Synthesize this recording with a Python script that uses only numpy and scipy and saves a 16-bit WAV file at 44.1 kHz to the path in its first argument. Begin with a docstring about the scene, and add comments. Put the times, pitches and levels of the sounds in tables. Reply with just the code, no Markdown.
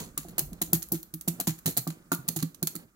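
"""Plastic knife knocking in a box

A plastic snap-off knife is waved about in a hole cut in a cardboard box and knocks on its edges, near a phone.
Each knock thuds as cavity, panel and edge modes driven by a short push and crushing corrugations.
Loose blade and slider click and chatter: noise bursts and ticks through handle and blade resonances.
A tiled room answers with decaying noise echoes; the moving phone rumbles at first, cardboard shuffles;
a faint hiss lies under it all. The last three are shaped noise."""
import sys
import numpy as np
from scipy import signal
from scipy.fft import rfft, irfft
from scipy.io import wavfile
from scipy.ndimage import uniform_filter1d

SR = 44100
rng = np.random.default_rng(int(sys.argv[2]) if len(sys.argv) > 2 else 0)


def store_pcm(level_fs):
    """Save levels as 16-bit WAV."""
    pcm = np.round(np.clip(level_fs, -1, 1) * 32767).astype(np.int16)
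    wavfile.write(sys.argv[1], SR, np.atleast_2d(pcm).T)


N = 130095
PAD = SR // 10  # samples of lead-in, cut off after the echoes are made

# Knocks on the box; parts relative to the knock, before the part trims:
# (time [s], level [dB], cavity [dB], panels [dB], edge [dB],
#  boom pitch [Hz], favoured panel pitch [Hz], favoured edge pitch [Hz])
KNOCKS = [(0.174, -30, -21.5, -16.5, -18, 151, 288, 1060), (0.248, -36, -18, -15.5, -17.5, 171, 248, 705),
          (0.28, -39.5, -14.5, -14.5, -26, 177, 288, 680), (0.38, -33, -17, -11, -11, 166, 347, 840),
          (0.405, -38.5, -7, -12, -14, 148, 284, 643), (0.517, -36.5, -9, -26, -29, 172, 280, 633),
          (0.613, -32.5, -12.5, -8, -13.5, 167.4, 298, 680),
          (0.728, -19.5, -11.5, -16, -22.5, 166.4, 308, 660),
          (0.9165, -36, -0.5, -4.5, -13, 172.3, 306, 735), (0.927, -20.5, -17, -13.5, -32, 159, 326, 680),
          (1.135, -36.5, -8.5, -12, -28, 165, 254, 686), (1.275, -26, -6, -12, -19, 169, 236, 670),
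          (1.397, -35, -16.5, -11, -8.5, 187, 310, 765), (1.471, -22.5, -8, -11.5, -19, 161, 227, 675),
          (1.657, -25, -8.5, -12.5, -22, 161.5, 257, 566), (1.677, -27, -8, -9, -22, 162, 310, 687),
          (1.767, -27.5, -14.5, -14.5, -16, 168.4, 300, 676),
          (1.868, -23, -13.5, -16.5, -17, 162.5, 248, 903), (2.117, -20.5, -19, -11.5, -8, 169, 290, 1176),
          (2.185, -36, -11, -18, -33, 137, 326, 1090), (2.281, -31.5, -9, -17.5, -36, 168.5, 240, 1110),
          (2.361, -27, -11, -14.5, -21.5, 155, 257, 630), (2.424, -19.5, -12, -16, -33, 164.2, 276, 1100),
          (2.623, -24.5, -9.5, -12.5, -23, 159.7, 294, 950),
          (2.75, -31.5, -16, -13.5, -22.5, 172.3, 243, 1370)]
# Knock before the start, still dying: columns of KNOCKS after the time
EARLIER_KNOCK = (-25, -17, -13.5, -12.5, 182.5, 320, 881)
# Box modes before retuning, scatter and late damping: (pitch [Hz], relative level [dB], t60 [s])
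CAVITY_MODES = [(162.3, 6, 0.25), (181.2, 4, 0.076), (123, -7.5, 0.15)]
PANEL_MODES = [(266.8, 1.5, 0.065), (324.7, 1.5, 0.086), (228.6, -12.5, 0.12), (473, -5, 0.069)]
EDGE_MODES = [(580, -9, .025), (694, -2, .03), (780, -2, .03), (937, -3, .02), (1140, 1, .025),
              (1300, -2, .02), (1450, -4, .02)]
# Clicks of the loose blade and slider, before trim and limits:
# (time [s], peak [dB], handle share [dB], left minus right [dB], chatter [dB], chatter t60 [s])
CLICKS = [(0.1771, -10, -10, 3.5, -27, 0.025), (0.1806, -17, -3, 4, -29, 0.083),
          (0.1872, -28.5, 1, 1, -15.5, 0.23), (0.2842, -33, -3.5, 3, 1, 0.082),
          (0.3815, -11, -8, -1.5, -2, 0.06), (0.3925, -7, -12.5, 2, -12, 0.02),
          (0.531, -29.5, -11, 0, -5, 0.024), (0.6158, -10, -4.5, 2, -4.5, 0.039),
          (0.6253, -34, 7.5, -1, -3, 0.21), (0.7315, -4, -13, 5.5, -21, 0.05),
          (0.7336, -11, -20, -5, -14, 0.05), (0.7445, -19.5, -6.5, -3, -9, 0.067),
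          (0.758, -21, -8, 4, -17, 0.046), (0.8217, -26, -3, 0, 1, 0.047),
          (0.827, -19, -18, -4, -28, 0.034), (0.886, -30, -28, 4, -10, 0.023),
          (0.9193, -7.5, -17, 0.5, -7, 0.081), (0.942, -27, -0.5, 3, -3, 0.13),
          (1.0293, -24, -9.5, 1.5, -3, 0.024), (1.1392, -20.5, -13.5, -1.5, 4, 0.028),
          (1.2105, -23, -18, -3.5, -19, 0.04), (1.2765, -16.5, -8.5, 1, -6, 0.061),
          (1.2808, -10.5, -9.5, -3, -9, 0.029), (1.4005, -11, -5, 5.5, -12.5, 0.043),
          (1.4705, -15, 0, 5, -5, 0.12), (1.4758, -10.5, -10, -7, -19, 0.057),
          (1.5815, -41, -9, -5, -6, 0.03), (1.5883, -32, -9, 2, -12, 0.024),
          (1.6588, -10, -7.5, 0.5, -8.5, 0.12), (1.6635, -11.5, -9.5, -1, -24, 0.066),
          (1.7675, -17.5, -2, -5.5, -12.5, 0.036), (1.7722, -4, -11, 0.5, 3, 0.038),
          (1.7817, -18.5, 4, -1.5, -13, 0.06), (1.8745, -18, -6, 2, -16.5, 0.061),
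          (1.9026, -25.5, 4, 1, -15.5, 0.067), (2.118, -12.5, -6, 0, -12, 0.081),
          (2.1475, -17, -21, 0, -21, 0.023), (2.2795, -19, -13, 8, 1, 0.025),
          (2.2855, -10, -11.5, -1, -32, 0.017), (2.2882, -10.5, -11, -4, -18, 0.02),
          (2.3612, -17, -10.5, -3.5, 2, 0.048), (2.388, -22.5, 10, 0.5, -5, 0.14),
          (2.4268, -13.5, -9, -1.5, 0, 0.015), (2.545, -32.5, -7, -4, -2, 0.026),
          (2.6277, -9.5, -13, -2.5, -8.5, 0.023), (2.6712, -10.5, -6.5, -0.5, -3, 0.029),
          (2.7528, -22, -12, -2.5, -5, 0.045), (2.7625, -21, -5.5, -1, -26, 0.034)]
# Click before the start, chatter and echo still dying: columns of CLICKS after the time
EARLIER_CLICK = (-8, 2, 2.5, -30, 0.21)
# Knife resonances before scatter: (pitch [Hz], width [Hz], relative level [dB])
HANDLE_MODES = [(4210, 580, -2), (6150, 780, -14), (6897, 1180, 2.5), (1980, 4400, -4.5), (3380, 400, -22),
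                (8700, 1500, -5)]
BLADE_MODES = [(10440, 1520, -7), (12585, 900, 7.5), (12130, 2400, -3), (14480, 2320, 4)]
# Handling rumble of the moving phone: (time [s], level [dB])
RUMBLE_LEVEL = [(0.0, -59), (0.31, -56), (0.5, -49), (0.62, -55), (0.8, -56), (1.04, -65.5), (1.58, -62),
                (2.05, -70.5), (2.59, -70), (2.95, -71)]
# Cardboard shuffling while the hand moves: (time [s], level [dB])
SHUFFLE_LEVEL = [(0.0, -42.5), (0.12, -57.5), (0.42, -48), (0.6, -54), (1.22, -63), (1.34, -47.5),
                 (1.66, -65), (1.96, -54), (2.1, -64), (2.31, -47), (2.55, -61), (2.8, -52.5),
                 (2.95, -69.5)]
# Hiss spectrum before scaling: (frequency [Hz], relative density [dB per Hz])
HISS_SPECTRUM = [(180, -15), (300, -5.5), (774, -21), (1040, -15), (1100, -6), (1230, -0.5), (3240, -29),
                 (6850, -14.5), (16000, -17.5)]
# Hiss: (time [s], level [dB])
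HISS_LEVEL = [(0.0, -63), (0.88, -65.5), (1.09, -67), (1.7, -62), (1.99, -64.5), (2.37, -67), (2.95, -71)]
# Colour contrast of the two ports before scaling: (frequency [Hz], left against right [dB])
PORT_COLOUR = [(60, -2.5), (110, -5.5), (200, -1.5), (380, -6.5), (700, -5.5), (1290, 0), (2380, 1.5),
               (4400, -12), (8120, -7), (15000, 3.5)]

EARLIER_S = -.03
# Parts of the box: (modes, push width at half height [s], trim [dB], crush t60 [s],
# crush level [dB], ring build-up [s], octaves off the favoured pitch that cost 6 dB; None = retune to it)
BOX_PARTS = [
    (CAVITY_MODES, 0.00034, 11, 0.036, 3.5, 0.006, None),
    (PANEL_MODES, 0.0005, 10, 0.044, -2, 0.007, 0.52),
    (EDGE_MODES, 0.00026, 12.5, 0.0086, -1.5, 0.0015, 0.42),
]
MODE_SCATTER_DB, MODE_DETUNE_RATIO = 5, 0.04
DAMPED_S = 0.064  # ring dies ever faster
BOX_LOW_HZ = 100  # the box radiates little below

HANDLE_DB, CLICK_DB = 9, -0.5
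CRACK_T60_S, CLICK_RISE_S, TICK_T60_S = .009, 0.00043, .004
CHATTER_PER_S, CHATTER_SPREAD_DB, CHATTER_TOP_DB = 1400, 4, -1.5
CHATTER_HOLD = 1.5  # exponent; over 1 holds at first, then stops short
COLOUR_SCATTER_DB, RING_DETUNE_RATIO = 1, 0.0038
UNALIKE_SHARE = 0.43  # share of crack noise power that differs left and right

ROOM_T60_S, ROOM_DELAY_S = 0.26, 0.0042
ROOM_ALIKE_HZ = 400  # echoes alike at both ports below
CLICK_ROOM_DB, BOX_ROOM_DB, BOX_ROOM_LOW_HZ = -11.5, -8.5, 300

# Widths are per pass of two resonance passes; flicker is before smoothing
RUMBLE_HZ, RUMBLE_WIDTH_HZ, RUMBLE_FLICKER_DB = 45, 45, 2.5
SHUFFLE_HZ, SHUFFLE_WIDTH_HZ, SHUFFLE_FLICKER_DB = 178, 230, 4
RUSTLE_HZ, RUSTLE_WIDTH_HZ, RUSTLE_DB = 770, 3300, -12  # dB relative to the shuffle
FLICKER_PER_S, SIDE_DB = 58, -12.5

HISS_LOW_POINT, HISS_SCALE = (100, -43.5), 0.94
LEFT_LATE_S, TOP_HZ = .0002, 15800
LEFT_COLOUR_SCALE, RIGHT_COLOUR_SCALE = 0.58, -0.32


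def undb(db):
    """Amplitude ratio from dB."""
    return 10 ** (np.asarray(db) / 20)


def unit(x):
    """Scale to RMS 1."""
    return x / np.sqrt(np.mean(x ** 2))


def band(x, hz, width_hz):
    """Resonance with gain 1 at the centre."""
    b, a = signal.iirpeak(min(hz, .45 * SR), hz / width_hz, SR)
    return signal.lfilter(b, a, x)


def fade(t_s, t60_s):
    """Exponential decay from time 0, silent before."""
    return np.exp(-np.log(1000) * np.maximum(t_s, 0) / t60_s) * (t_s >= 0)


def colour(x, points, scale):
    """Shape the spectrum by scaled (Hz, dB) points on a log-frequency axis."""
    hz, db = np.array(points).T
    bins_hz = np.maximum(np.arange(N // 2 + 1) * SR / N, 1)
    gain_db = scale * np.interp(np.log(bins_hz), np.log(hz), db)
    return irfft(rfft(x) * undb(gain_db), N)


def follow(curve):
    """Amplitude along a (s, dB) curve."""
    time_s, db = np.array(curve).T
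    return undb(np.interp(np.arange(N) / SR, time_s, db))


def add(out, start_s, x):
    """Mix x into the padded output, cut at its end."""
    i = PAD + int(start_s * SR)
    k = min(x.shape[-1], out.shape[-1] - i)
    out[..., i:i + k] += x[..., :k]


def mode_ring(modes, pitch_hz, swell_s, spread_oct, t_s):
    """Damped sines: cavity retuned to the knock, other modes favoured near its pitch and scattered."""
    hz, mode_db, t60_s = np.array(modes).T[:, :, None]
    level_luck, pitch_luck = rng.standard_normal((2, len(modes), 1))
    if spread_oct is None:
        hz = hz * pitch_hz / hz[0]
    else:
        mode_db = mode_db - 6 * (np.log2(hz / pitch_hz) / spread_oct) ** 2
        hz = hz * (1 + MODE_DETUNE_RATIO * pitch_luck)
    gain = undb(mode_db + MODE_SCATTER_DB * level_luck)
    ring = (gain * fade(t_s, t60_s) * np.sin(2 * np.pi * hz * t_s)).sum(0)
    return ring * (1 - np.exp(-t_s / swell_s)) * np.exp(-(t_s / DAMPED_S) ** 2)


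def push_and_crush(push_s, crush_t60_s, crush_db, t_s):
    """A brief push; corrugations then crush as decaying noise and go on driving the modes."""
    decay = fade(t_s[:SR // 20], crush_t60_s)
    force = rng.standard_normal(len(decay)) * decay
    force *= undb(crush_db) / np.sqrt(np.sum(decay ** 2))
    force[0] += 1.
    return np.convolve(force, np.hanning(int(2 * push_s * SR) + 3))


def box():
    """Every knock drives cavity, panel and edge modes; each lands a little differently."""
    out, t_s = np.zeros(N + PAD), np.arange(SR // 4) / SR
    for start_s, db, *columns in [(EARLIER_S, *EARLIER_KNOCK)] + list(KNOCKS):
        for part, part_db, pitch_hz in zip(BOX_PARTS, columns[:3], columns[3:]):
            modes, push_s, trim_db, crush_t60_s, crush_db, swell_s, spread_oct = part
            ring = mode_ring(modes, pitch_hz, swell_s, spread_oct, t_s)
            force = push_and_crush(push_s, crush_t60_s, crush_db, t_s)
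            thud = signal.fftconvolve(ring, force)
            add(out, start_s, undb(db + part_db + trim_db) * thud / np.abs(thud).max())
    high_pass = signal.butter(2, BOX_LOW_HZ, "high", fs=SR, output="sos")
    return signal.sosfilt(high_pass, out)


def rattle(chatter_envelope, t_s):
    """Stereo noise: one crack, then random ticks of the loose blade."""
    when = rng.random(len(t_s))
    size = np.clip(rng.standard_normal(len(t_s)), -2, 2)
    ticks = (when < CHATTER_PER_S / SR) * undb(CHATTER_SPREAD_DB * size) * chatter_envelope
    tick = fade(t_s[:SR // 50], TICK_T60_S)
    chatter = signal.fftconvolve(ticks, tick)[:len(t_s)]
    crack = fade(t_s, CRACK_T60_S) * (1 - np.exp(-t_s / CLICK_RISE_S))
    noise = rng.standard_normal((3, len(t_s)))
    stereo = np.sqrt(1 - UNALIKE_SHARE) * noise[0] + np.sqrt(UNALIKE_SHARE) * noise[1:]
    return (crack + chatter) * stereo


def knife():
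    """Handle and blade each ring to their own rattle, in which the chatter holds a moment and dies."""
    out, t_s = np.zeros((2, N + PAD)), np.arange(SR // 5) / SR
    for start_s, db, handle_db, pan_db, chatter_db, t60_s in [(EARLIER_S, *EARLIER_CLICK)] + list(CLICKS):
        dying_db = -60 * (t_s / max(t60_s, .01)) ** CHATTER_HOLD
        envelope = undb(min(chatter_db, CHATTER_TOP_DB) + dying_db)
        click = np.zeros((2, len(t_s)))
        for modes, body_db in ((HANDLE_MODES, HANDLE_DB + handle_db), (BLADE_MODES, 0)):
            drive = rattle(envelope, t_s)
            for hz, width_hz, mode_db in modes:
                level_luck, pitch_luck = rng.standard_normal(2)
                gain = undb(body_db + mode_db + COLOUR_SCATTER_DB * level_luck)
                click += gain * band(drive, hz * (1 + RING_DETUNE_RATIO * pitch_luck), width_hz)
        sides_db = np.array([[pan_db], [-pan_db]]) / 2
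        add(out, start_s, click / np.abs(click).max() * undb(db + CLICK_DB + sides_db))
    return out


def room(x):
    """Dense echoes of hard walls as decaying noise, different at each port except in the bass."""
    t_s = np.arange(SR // 2) / SR
    mid, side = rng.standard_normal((2, len(t_s)))
    b, a = signal.butter(2, ROOM_ALIKE_HZ, "high", fs=SR)
    side = signal.lfilter(b, a, side)
    echo = np.array([mid + side, mid - side]) * fade(t_s - ROOM_DELAY_S, ROOM_T60_S)
    echo /= np.sqrt(np.sum(echo ** 2) / 2)
    return signal.fftconvolve(x, echo, axes=1)[:, :N + PAD]


def drone(curve, hz, width_hz, flicker_db):
    """Flickering noise in one broad resonance on a level curve, nearly alike left and right."""
    mid, side = band(band(rng.standard_normal((2, N)), hz, width_hz), hz, width_hz)
    k = int(SR / FLICKER_PER_S)
    steps = np.repeat(rng.standard_normal(N // 100), k)[:N]
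    flicker = undb(flicker_db * uniform_filter1d(steps, k))
    stereo = mid + undb(SIDE_DB) * np.array([side, -side])
    return unit(flicker * stereo) * follow(curve)


def rumble():
    """The moving phone's handling rumble: flickering low noise."""
    return drone(RUMBLE_LEVEL, RUMBLE_HZ, RUMBLE_WIDTH_HZ, RUMBLE_FLICKER_DB)


def shuffle():
    """Cardboard shuffling plus fibres rubbing: two noise bands on one level curve."""
    body = drone(SHUFFLE_LEVEL, SHUFFLE_HZ, SHUFFLE_WIDTH_HZ, SHUFFLE_FLICKER_DB)
    rustle = drone(SHUFFLE_LEVEL, RUSTLE_HZ, RUSTLE_WIDTH_HZ, SHUFFLE_FLICKER_DB)
    return body + undb(RUSTLE_DB) * rustle


def hiss():
    """Independent left and right noise, spectrally shaped, on a slow level curve."""
    noise = rng.standard_normal((2, N))
    return unit(colour(noise, [HISS_LOW_POINT] + list(HISS_SPECTRUM), HISS_SCALE)) * follow(HISS_LEVEL)


def scene():
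    """Knocks and clicks with their echoes, over hand noise and hiss."""
    thuds, clicks = box() * np.ones((2, 1)), knife()
    b, a = signal.butter(1, BOX_ROOM_LOW_HZ, "high", fs=SR)
    thin = signal.lfilter(b, a, thuds)  # the boom stays near the box
    echoes = room(undb(CLICK_ROOM_DB) * clicks + undb(BOX_ROOM_DB) * thin)
    knocking = thuds + clicks + echoes
    return knocking[:, PAD:] + rumble() + shuffle() + hiss()


def record(dry):
    """Two ports of unlike colour, the left a little later; the top is cut."""
    late = int(LEFT_LATE_S * SR)
    left = colour(dry[0], PORT_COLOUR, LEFT_COLOUR_SCALE)
    left = np.concatenate([np.zeros(late), left[:N - late]])
    right = colour(dry[1], PORT_COLOUR, RIGHT_COLOUR_SCALE)
    low_pass = signal.ellip(10, .5, 85, TOP_HZ, fs=SR, output="sos")
    return signal.sosfilt(low_pass, np.array([left, right]))


dry = scene()
out = record(dry)
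store_pcm(out)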